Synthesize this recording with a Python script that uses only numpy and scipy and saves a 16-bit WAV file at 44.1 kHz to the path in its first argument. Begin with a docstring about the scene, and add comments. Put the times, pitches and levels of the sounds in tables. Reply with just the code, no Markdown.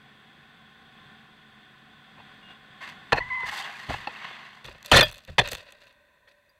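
"""Motorcycle crash from the helmet

Air, road rumble and engine hum until the motorcycle hits a car turning across its path. Brake and tyre
squeal by stick-slip, panels ring under the blows, and the machine scrapes away over asphalt. The helmet
tumbles into stony earth, overloading its microphone twice; grit rains down and faint traffic remains."""
import sys
import numpy as np
from scipy import signal
from scipy.fft import rfft, irfft, next_fast_len
from scipy.io import wavfile

SR = 44100
rng = np.random.default_rng(int(sys.argv[2]) if len(sys.argv) > 2 else 0)


def wav_out(sig):
    """Save sig, one row per channel (or a flat mono array), as 16-bit PCM at SR to the path in sys.argv[1]."""
    wavfile.write(sys.argv[1], SR, np.round(np.clip(np.atleast_2d(sig).T, -1, 1) * 32767).astype(np.int16))


N = 290615
TIME = np.arange(N) / SR


def from_db(db):
    """Decibels to gain."""
    return 10 ** (np.asarray(db) / 20)


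def unit_rms(x):
    """Scale to rms 1."""
    return x / np.sqrt(np.mean(x ** 2) + 1e-20)


def match_energy(x, reference):
    """Scale x to the energy of the reference."""
    return x * np.sqrt(np.sum(reference ** 2) / np.sum(x ** 2))


def drift(per_s):
    """Random wander, standard deviation 1."""
    knots = rng.standard_normal(8000)
    return np.interp(TIME * per_s, np.arange(len(knots)), knots) * np.sqrt(3 / 2)


def low_pass(x, hz, order=1):
    """Butterworth low-pass."""
    return signal.sosfilt(signal.butter(order, hz, fs=SR, output="sos"), x + 1e-18)


def coloured(x, spectrum):
    """Filter by an (f/Hz, level/dB) curve; rms 1."""
    hz, db = np.transpose(spectrum)
    size = next_fast_len(N)
    bins_hz = np.maximum(np.arange(size // 2 + 1) * SR / size, 1)
    gain = from_db(np.interp(np.log(bins_hz), np.log(hz), db))
    return unit_rms(irfft(rfft(x, size) * gain, size)[:N])


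def resonate(x, modes):
    """Parallel resonators of alternating sign."""
    out = 0
    for k, (hz, width_hz, db) in enumerate(modes):
        r = np.exp(-np.pi * width_hz / SR)
        feedback = [1, -2 * r * np.cos(2 * np.pi * hz / SR), r * r]
        ring = (1 - r * r) / 2 * signal.lfilter([1, 0, -1], feedback, x + 1e-18)
        out += (-1) ** k * from_db(db) * ring
    return out


def grains(per_s, spread_db):
    """Random tiny contacts, a few much stronger than the rest; rms 1."""
    sizes = from_db(spread_db * np.minimum(rng.exponential(1, N), 4))
    return unit_rms(sizes * rng.choice([-1, 1], N) * (rng.random(N) < per_s / SR))


def add(track, start_s, sound):
    """Mix in a short sound."""
    start = round(start_s * SR)
    track[start:start + len(sound)] += sound[:N - start]


def phase_of(hz):
    """Running phase of a moving pitch."""
    return 2 * np.pi * np.cumsum(hz) / SR


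def stroke(start_s, length_s, attack_s, release_s, fade_db_per_s):
    """Envelope of a rubbing contact: build up, fade, let go."""
    t = np.maximum(TIME - start_s, 0)
    fade = from_db(-fade_db_per_s * np.minimum(t, length_s))
    release = np.exp(-np.minimum(np.maximum(t - length_s, 0) / release_s, 50))
    return np.minimum(t / attack_s, 1) * fade * release


# helmet cavities: f/Hz, width/Hz, gain/dB
HOLLOW_MODES = [(40.26, 96, -7), (581, 26, 4), (1004, 50, 0), (1542, 60, -1.5), (1860, 110, -1),
                (2570, 150, -7), (3560, 220, -12.5), (4320, 200, -18.5)]

def traffic(down_s=5.4, level_db=-58.5, recede_db_per_s=7, hiss_db=-80):
    """Receding traffic through the helmet's hollows once the rider is down; faint hiss throughout."""
    far = unit_rms(resonate(rng.standard_normal(N), HOLLOW_MODES))
    gain = (TIME > down_s) * from_db(level_db - recede_db_per_s * (TIME - down_s))
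    return gain * far + from_db(hiss_db) * rng.standard_normal(N)


# air resonances round the visor: f/Hz, width/Hz, gain/dB
VISOR_MODES = [(780, 51, -2), (1062, 87, 0.5), (1492, 91, 3.5), (1778, 92, 3), (2005, 260, -4.5),
               (2620, 260, -7.5), (3270, 220, -2), (3536, 300, -3), (4330, 260, -15), (4850, 230, -22),
               (6200, 500, -34.5), (7760, 640, -30.5), (8550, 400, -37.5)]
# air rush and road rumble: f/Hz, relative density/dB
AIR_SPECTRUM = [(180, -33.5), (300, -22), (574, -18), (749, 7.5), (900, -13), (1040, 3), (1320, -11),
                (1510, -8), (2210, -2.5), (3400, -5), (5430, -23.5), (7950, -29.5), (16000, -36.5)]
RUMBLE_SPECTRUM = [(20, -15), (60, -8), (110, -5), (150, -0.5), (210, 0), (270, -5.5), (400, -10.5),
                   (650, -13), (1500, -50.5)]
# a gust, then the car alongside: t/s, half width/s, rise/dB
RUSH_SWELLS = [(1.07, 0.15, 2.5), (2.3, 0.21, 3.5), (2.51, 0.025, 5.5), (2.95, 0.27, 5)]
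# engine and drive: f/Hz, level/dB
ENGINE_TONES = [(138, -69), (217, -66), (420, -76)]

def riding(slows_from_s=4.31, fade_db_per_s=11.5, wander=0.028, throb_db=2):
    """Air rush, road rumble and wavering engine hum, dying away as the thrown rider slows."""
    visor = from_db(-4) * unit_rms(resonate(rng.standard_normal(N), VISOR_MODES))
    air = from_db(-9) * coloured(rng.standard_normal(N), AIR_SPECTRUM)
    rumble = from_db(-10) * coloured(rng.standard_normal(N), RUMBLE_SPECTRUM)
    swell_db = sum(db * np.exp(-((TIME - s) / width_s) ** 2) for s, width_s, db in RUSH_SWELLS)
    rush = from_db(swell_db - 52.5) * (visor + air + rumble)
    speed = 1 + wander * drift(11)
    hum = sum(from_db(db + throb_db * drift(23)) * np.sqrt(2) * np.sin(phase_of(hz * speed))
              for hz, db in ENGINE_TONES)
    return from_db(-fade_db_per_s * np.maximum(TIME - slows_from_s, 0)) * (rush + hum)


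def squeal(bites, partials, jitter, shake_db, hoarse_db, overshoot=0, sag_hz_per_s=0, fade_db_per_s=0):
    """Stick-slip friction: an unsteady tone with a hoarse skirt round each partial."""
    attack_s, release_s = 0.006, 0.017
    swing_s, settle_s = 0.0517, 0.036
    hz, gain, tone = np.zeros(N), 0, 0
    for s, length_s, pitch_hz, db in bites:
        t = np.clip(TIME - s, 0, length_s + release_s)
        swing = overshoot * np.exp(-t / settle_s) * np.cos(2 * np.pi * t / swing_s)
        hz = np.where(TIME >= s, pitch_hz * (1 + swing) - sag_hz_per_s * t, hz)
        gain = np.maximum(gain, from_db(db) * stroke(s, length_s, attack_s, release_s, fade_db_per_s))
    phase = phase_of(hz * (1 + jitter * drift(650)))
    for k, db in partials:
        skirt = drift(240) * np.sin(k * phase) + drift(220) * np.cos(k * phase)
        partial = np.sqrt(2) * np.sin(k * phase) + from_db(hoarse_db) * skirt / k ** 2
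        tone += from_db(db + shake_db * drift(160)) * partial
    return tone * gain


# t/s, length/s, f/Hz, gain/dB
BRAKE_BITES = [(2.425, 0.1, 2830, -53.5)]

def brake():
    """The brake sticks and slips in one brief squeak."""
    return squeal(BRAKE_BITES, [(1, -2)], jitter=0.006, shake_db=0.5, hoarse_db=-13)


# t/s, length/s, f/Hz, gain/dB
TYRE_BITES = [(3.202, 0.01, 986, -23.5), (3.225, 0.052, 1008, -37), (3.3, .148, 1018, -25.5)]
# harmonic number, gain/dB
TYRE_PARTIALS = [(1, -12), (2, -4), (3, -29.5), (4, -38)]

def tyre():
    """The skidding tyre bites, slips and bites again; each time the pitch overshoots and settles."""
    return squeal(TYRE_BITES, TYRE_PARTIALS, jitter=0.012, shake_db=1, hoarse_db=-5,
                  overshoot=0.041, fade_db_per_s=20)


# t/s, length/s, starting f/Hz, gain/dB
GRIND_BITES = [(3.36, .34, 966, -37.5)]

def grind():
    """A hoarse friction tone sinks as the sliding machine slows."""
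    return squeal(GRIND_BITES, [(1, -12.5), (2, -12)], jitter=0.039, shake_db=3, hoarse_db=3,
                  sag_hz_per_s=560)


# f/Hz, relative density/dB
GRIT_SPECTRUM = [(1500, -27), (3500, 3), (4500, 9.5), (5400, -1.5), (8000, -3.5), (9500, -11), (12000, -8),
                 (16000, -24)]

def sliding(gains, spectrum, cavities, grains_per_s, judder_db, clump_db, hollow_db):
    """Countless contacts scrape, partly heard through helmet cavities; sparser grit crackles above."""
    scrape_gain, grit_gain = gains
    hollow = from_db(hollow_db) * unit_rms(resonate(grains(grains_per_s, spread_db=1), cavities))
    scrape = coloured(grains(grains_per_s, spread_db=2.5), spectrum) + hollow
    clumps = from_db(clump_db * drift(220))
    grit = clumps * coloured(grains(grains_per_s / 2, spread_db=2), GRIT_SPECTRUM)
    return from_db(judder_db * drift(130)) * (scrape_gain * scrape + grit_gain * grit)


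def chirrs(start_s=2.8, span_s=1.8, low_hz=1600, high_hz=4400, tilt_db=-8, ring_s=0.0043, count=70):
    """Edges catch on the asphalt and sing briefly, each at its own pitch."""
    out, t = np.zeros(N), np.arange(3000) / SR
    swell = t / ring_s * np.exp(1 - t / ring_s)
    for when, pitch, strength in rng.random((count, 3)):
        hz = low_hz * (high_hz / low_hz) ** pitch
        gain = 2 * strength * from_db(tilt_db * pitch)
        add(out, start_s + span_s * when, gain * swell * np.sin(2 * np.pi * hz * t))
    return out


# t/s, scrape/dB, grit/dB
SLIDE_LEVELS = [(2.7, -95, -100), (3.2, -50, -68), (3.8, -43.5, -55.5), (4.05, -45, -63.5),
                (4.35, -43, -64.5), (4.62, -55.5, -73), (5.1, -63.5, -97.5), (5.9, -100, -110)]
# t/s, length/s, scrape/dB, grit/dB
EDGE_DIGS = [(2.803, 0.09, -39, -55.5), (3.445, 0.045, -34, -45), (3.51, 0.095, -33.5, -41.5),
             (3.618, 0.066, -37.5, -77), (3.876, 0.065, -34, -47.5), (4.213, 0.04, -40.5, -79)]
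# f/Hz, relative density/dB
ASPHALT_SPECTRUM = [(88, -39), (150, -15), (533, -14), (701, -5), (1080, 3.5), (1390, -6), (1740, 2.5),
                    (2130, 2.5), (2370, -6), (2620, -1), (4380, -12.5), (5480, -28), (5970, -25),
                    (8260, -40), (9000, -40), (11700, -61), (19800, -120)]

def asphalt():
    """The machine slides over the road, louder where an edge digs in."""
    times_s, *curves_db = np.transpose(SLIDE_LEVELS)
    gains = from_db([np.interp(TIME, times_s, curve) for curve in curves_db])
    for s, length_s, *levels_db in EDGE_DIGS:
        dig = stroke(s, length_s, attack_s=0.026, release_s=0.031, fade_db_per_s=26)
        gains = np.hypot(gains, from_db(levels_db)[:, None] * dig)
    scrape = sliding(gains, ASPHALT_SPECTRUM, VISOR_MODES, grains_per_s=5000,
                     judder_db=1.5, clump_db=1.5, hollow_db=-11.5)
    return scrape + gains[0] * chirrs()


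# t/s, length/s, soil/dB, grit/dB
EARTH_SPRAYS = [(4.638, 0.029, -46.5, -57.5), (4.842, 0.09, -51, -56), (5.043, 0.047, -42, -52.5),
                (5.269, 0.067, -58, -66.5), (5.423, 0.057, -37.5, -58), (5.5, 0.048, -53, -51),
                (5.571, 0.045, -48, -77), (5.657, 0.031, -52, -88), (5.8, 0.109, -61.5, -78),
                (6.275, 0.043, -67, -78)]
# f/Hz, relative density/dB
SOIL_SPECTRUM = [(80, -13), (200, -16), (350, -16.5), (580, 4), (800, -11), (1300, -8), (1850, -2),
                 (2200, -7.5), (2650, 4.5), (3100, -8.5), (3600, -1.5), (4400, -7), (5500, -21.5),
                 (12000, -36.5)]

def earth(attack_s=0.0086, release_s=0.018, fade_db_per_s=15, trickle_db=-8, trickle_s=0.09):
    """Each landing throws up loose earth; some trickles down afterwards."""
    gains = 0
    for s, length_s, *levels_db in EARTH_SPRAYS:
        spray = stroke(s, length_s, attack_s, release_s, fade_db_per_s)
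        trickle = from_db(trickle_db) * stroke(s, length_s, attack_s, trickle_s, fade_db_per_s)
        gains = np.hypot(gains, from_db(levels_db)[:, None] * np.maximum(spray, trickle))
    return sliding(gains, SOIL_SPECTRUM, HOLLOW_MODES, grains_per_s=3000,
                   judder_db=3.5, clump_db=5, hollow_db=-5.5)


# t/s, length/s, starting peak/dB
STONE_SHOWERS = [(4.844, .045, -41), (5.077, .13, -35.5), (5.482, .11, -32), (5.829, .1, -53.5)]

def small_stones(gap_s=0.0099, fade_db_per_s=47.5, spread_db=3.5, count=20):
    """Stones fall in uneven, fading showers; rows of t/s, peak/dB."""
    rows = []
    for s, length_s, db in STONE_SHOWERS:
        delays_s = gap_s * (np.arange(count) + rng.random(count))
        peaks_db = db - fade_db_per_s * delays_s + spread_db * rng.standard_normal(count)
        rows += [(s + delay, peak) for delay, peak in zip(delays_s, peaks_db) if delay < length_s]
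    return rows


# t/s, peak/dB
LARGE_STONES = [(4.654, -33), (4.828, -35), (4.848, -33), (4.8605, -25), (5.114, -34), (5.185, -36),
                (5.25, -40), (5.4755, -22), (5.5175, -21), (5.532, -20), (5.551, -20), (5.723, -37),
                (5.818, -45)]
# helmet shell: f/Hz, width/Hz, gain/dB
SHELL_MODES = [(120.3, 19, 2), (235, 80, -7), (366, 83, -4.5), (555, 89, 3), (754, 140, -2),
               (948, 180, 0.5), (1410, 320, -2.5), (1850, 180, 2.5), (2587, 230, 0.5), (3097, 92, 0.5),
               (3474, 140, 3), (4230, 230, 0), (6100, 600, -20), (8310, 720, -24.5), (11200, 3200, -25.5)]

def stones(tick_s=0.00022, direct_db=-17, high_pass_hz=3500, size=2000):
    """Stones tick against the helmet, stirring mainly the shell's upper modes."""
    out, t = np.zeros(N), np.arange(size) / SR
    for s, db in LARGE_STONES + small_stones():
        touch = rng.standard_normal(size) * np.exp(-t / tick_s)
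        touch -= low_pass(touch, high_pass_hz)
        tick = resonate(touch, SHELL_MODES) + from_db(direct_db) * low_pass(touch, 9700, order=2)
        add(out, s, from_db(db) * tick / np.abs(tick).max())
    return out


# f/Hz, level/dB, t60/s
METAL_MODES = [(614, -17, .075), (1766, -21, .1), (2498, -19, .07), (3290, -18.5, .12), (3467, -25, .13),
               (4791, -22, .06), (11750, -31, .06), (15250, -35, .06)]
# t/s, gain/dB, mode floor/Hz
METAL_TAPS = [(5.029, 0.5, 300), (6.494, -38, 4500)]

def metal():
    """A small metal part on the helmet clangs; a light touch stirs only its high modes."""
    out, t = np.zeros(N), np.arange(SR // 4) / SR
    for s, tap_db, floor_hz in METAL_TAPS:
        for hz, db, t60_s in METAL_MODES:
            if hz > floor_hz:
                add(out, s, from_db(tap_db + db - 60 * t / t60_s) * np.sin(2 * np.pi * hz * t))
    return out


# t/s, level/dB, decay/s
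BODY_BUMPS = [(3.121, -34, 0.082), (3.426, -48, 0.059), (3.884, -32.5, 0.059), (4.644, -47.5, 0.082),
              (4.917, -16, 0.047), (4.953, -16, 0.025), (5.28, -35.5, 0.034), (5.386, -30, .04),
              (5.52, -38.5, 0.027)]

def bumps(sway_hz=35, neck_hz=125, rise_s=0.0049, size=20000):
    """The rider's weight shakes the helmet on its padding."""
    out, t = np.zeros(N), np.arange(size) / SR
    for s, db, decay_s in BODY_BUMPS:
        force = (1 - np.exp(-t / rise_s)) * np.exp(-t / decay_s)
        shake = resonate(rng.standard_normal(size), [(sway_hz, 45, -2), (neck_hz, 70, -5)]) * force
        add(out, s, from_db(db) * match_energy(shake, force))
    return out


def blows(events, modes, release_s, rattle_db, rattle_s, shift_db, size=6000):
    """Each blow grinds during contact, then lets go with a short rattle."""
    out, t = np.zeros(N), np.arange(size) / SR
    for s, db, contact_s, bright_hz, floor_hz in events:
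        after_s = np.maximum(t - contact_s, 0)
        force = np.exp(-after_s / release_s) + from_db(rattle_db) * np.exp(-after_s / rattle_s)
        crunch = low_pass(rng.standard_normal(size), bright_hz) * force
        ring = 0
        for k, mode in enumerate(modes):
            # the shifting contact point favours now one mode, now another
            favour = np.interp(t * 90, np.arange(64), rng.standard_normal(64))
            if mode[0] > floor_hz:
                ring += (-1) ** k * resonate(crunch * from_db(shift_db * favour), [mode])
        add(out, s, from_db(db) * match_energy(ring, force))
    return out


# t/s, level/dB, contact/s, low-pass/Hz, mode floor/Hz
MACHINE_BLOWS = [(2.18, -51, 0.027, 800, 0), (3.1213, -13.5, 0.0016, 3250, 300),
                 (3.127, -9.5, 0.0031, 1500, 0), (3.135, -28.5, .017, 700, 0),
                 (3.157, -30.5, 0.033, 7000, 600), (3.175, -25.5, 0.012, 2610, 500),
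                 (3.431, -36, 0.0037, 500, 300), (3.888, -32.5, 0.029, 500, 200),
                 (3.94, -29.5, 0.0059, 1500, 300), (4.071, -23.5, 0.0034, 700, 400),
                 (4.3, -53, 0.02, 604, 0)]
# f/Hz, width/Hz, gain/dB
PANEL_MODES = [(134.2, 140, 0.5), (220, 140, 0), (501, 160, 2.5), (648, 230, 2.5), (863, 144, 10),
               (1153, 78, -6), (1330, 55, 0), (1820, 180, 3.5), (2595, 147, 6), (3290, 1860, -12.5),
               (4273, 140, -1), (5560, 470, -24), (8350, 630, -41.5), (11350, 2100, -29)]

def collision():
    """The motorcycle's panels ring as it strikes the car, then the road."""
    return blows(MACHINE_BLOWS, PANEL_MODES,
                 release_s=0.0021, rattle_db=-21.5, rattle_s=0.026, shift_db=3)


# t/s, level/dB, contact/s, low-pass/Hz, mode floor/Hz
HELMET_BLOWS = [(4.643, -44, 0.013, 7040, 6), (4.682, -39.5, 0.0059, 1200, -7),
                (4.747, -48, 0.0037, 603, 300), (4.9148, -5, .007, 3020, 0), (4.925, -9, .071, 3000, 4),
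                (5.008, -6.5, 0.0025, 4000, 307), (5.014, -22, 0.02, 3200, 304),
                (5.279, -44.5, 0.02, 700, 0), (5.3815, -10.5, 0.014, 2496, 0),
                (5.411, -25.5, 0.0048, 2000, 300), (5.517, -38.5, 0.02, 500, 0),
                (5.72, -53, 0.0077, 4030, 300), (6.273, -54.5, 0.013, 7010, 296)]

def tumble():
    """The helmet's shell rings as it crunches into stony ground."""
    return blows(HELMET_BLOWS, SHELL_MODES,
                 release_s=0.0042, rattle_db=-32, rattle_s=0.013, shift_db=4.5)


def scene():
    """Ride, skid, collision and tumble, in mono."""
    friction = brake() + tyre() + grind() + asphalt() + earth()
    crash = collision() + tumble()
    return (friction + crash + riding() + bumps() + metal() + traffic() + stones())[None]


# helmet camera's sound port: f/Hz, width/Hz, gain/dB
PORT_MODES = [(4800, 250, -12.5), (6000, 350, -6), (8030, 410, -7.5)]
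# cancellation between shell and camera: f/Hz, width/Hz, cancelled share/dB
SHELL_NOTCHES = [(883, 89, -7), (2330, 150, -8), (3090, 110, -11), (4000, 150, -9), (5400, 270, -7.5)]

def record(dry, overload=0.4, hardness=5, coupling_hz=14, cutoff_hz=15700):
    """Port and shell colour the sound; the microphone flattens peaks, its coupling tilts their tops."""
    heard = dry + sum(resonate(dry, [mode]) for mode in PORT_MODES)
    for notch in SHELL_NOTCHES:
        heard -= resonate(heard, [notch])
    clipped = heard / (1 + np.abs(heard / overload) ** hardness) ** (1 / hardness)
    coupled = clipped - low_pass(clipped, coupling_hz)
    return signal.sosfilt(signal.cheby1(12, 0.1, cutoff_hz, fs=SR, output="sos"), coupled)


dry = scene()
out = record(dry)
wav_out(out)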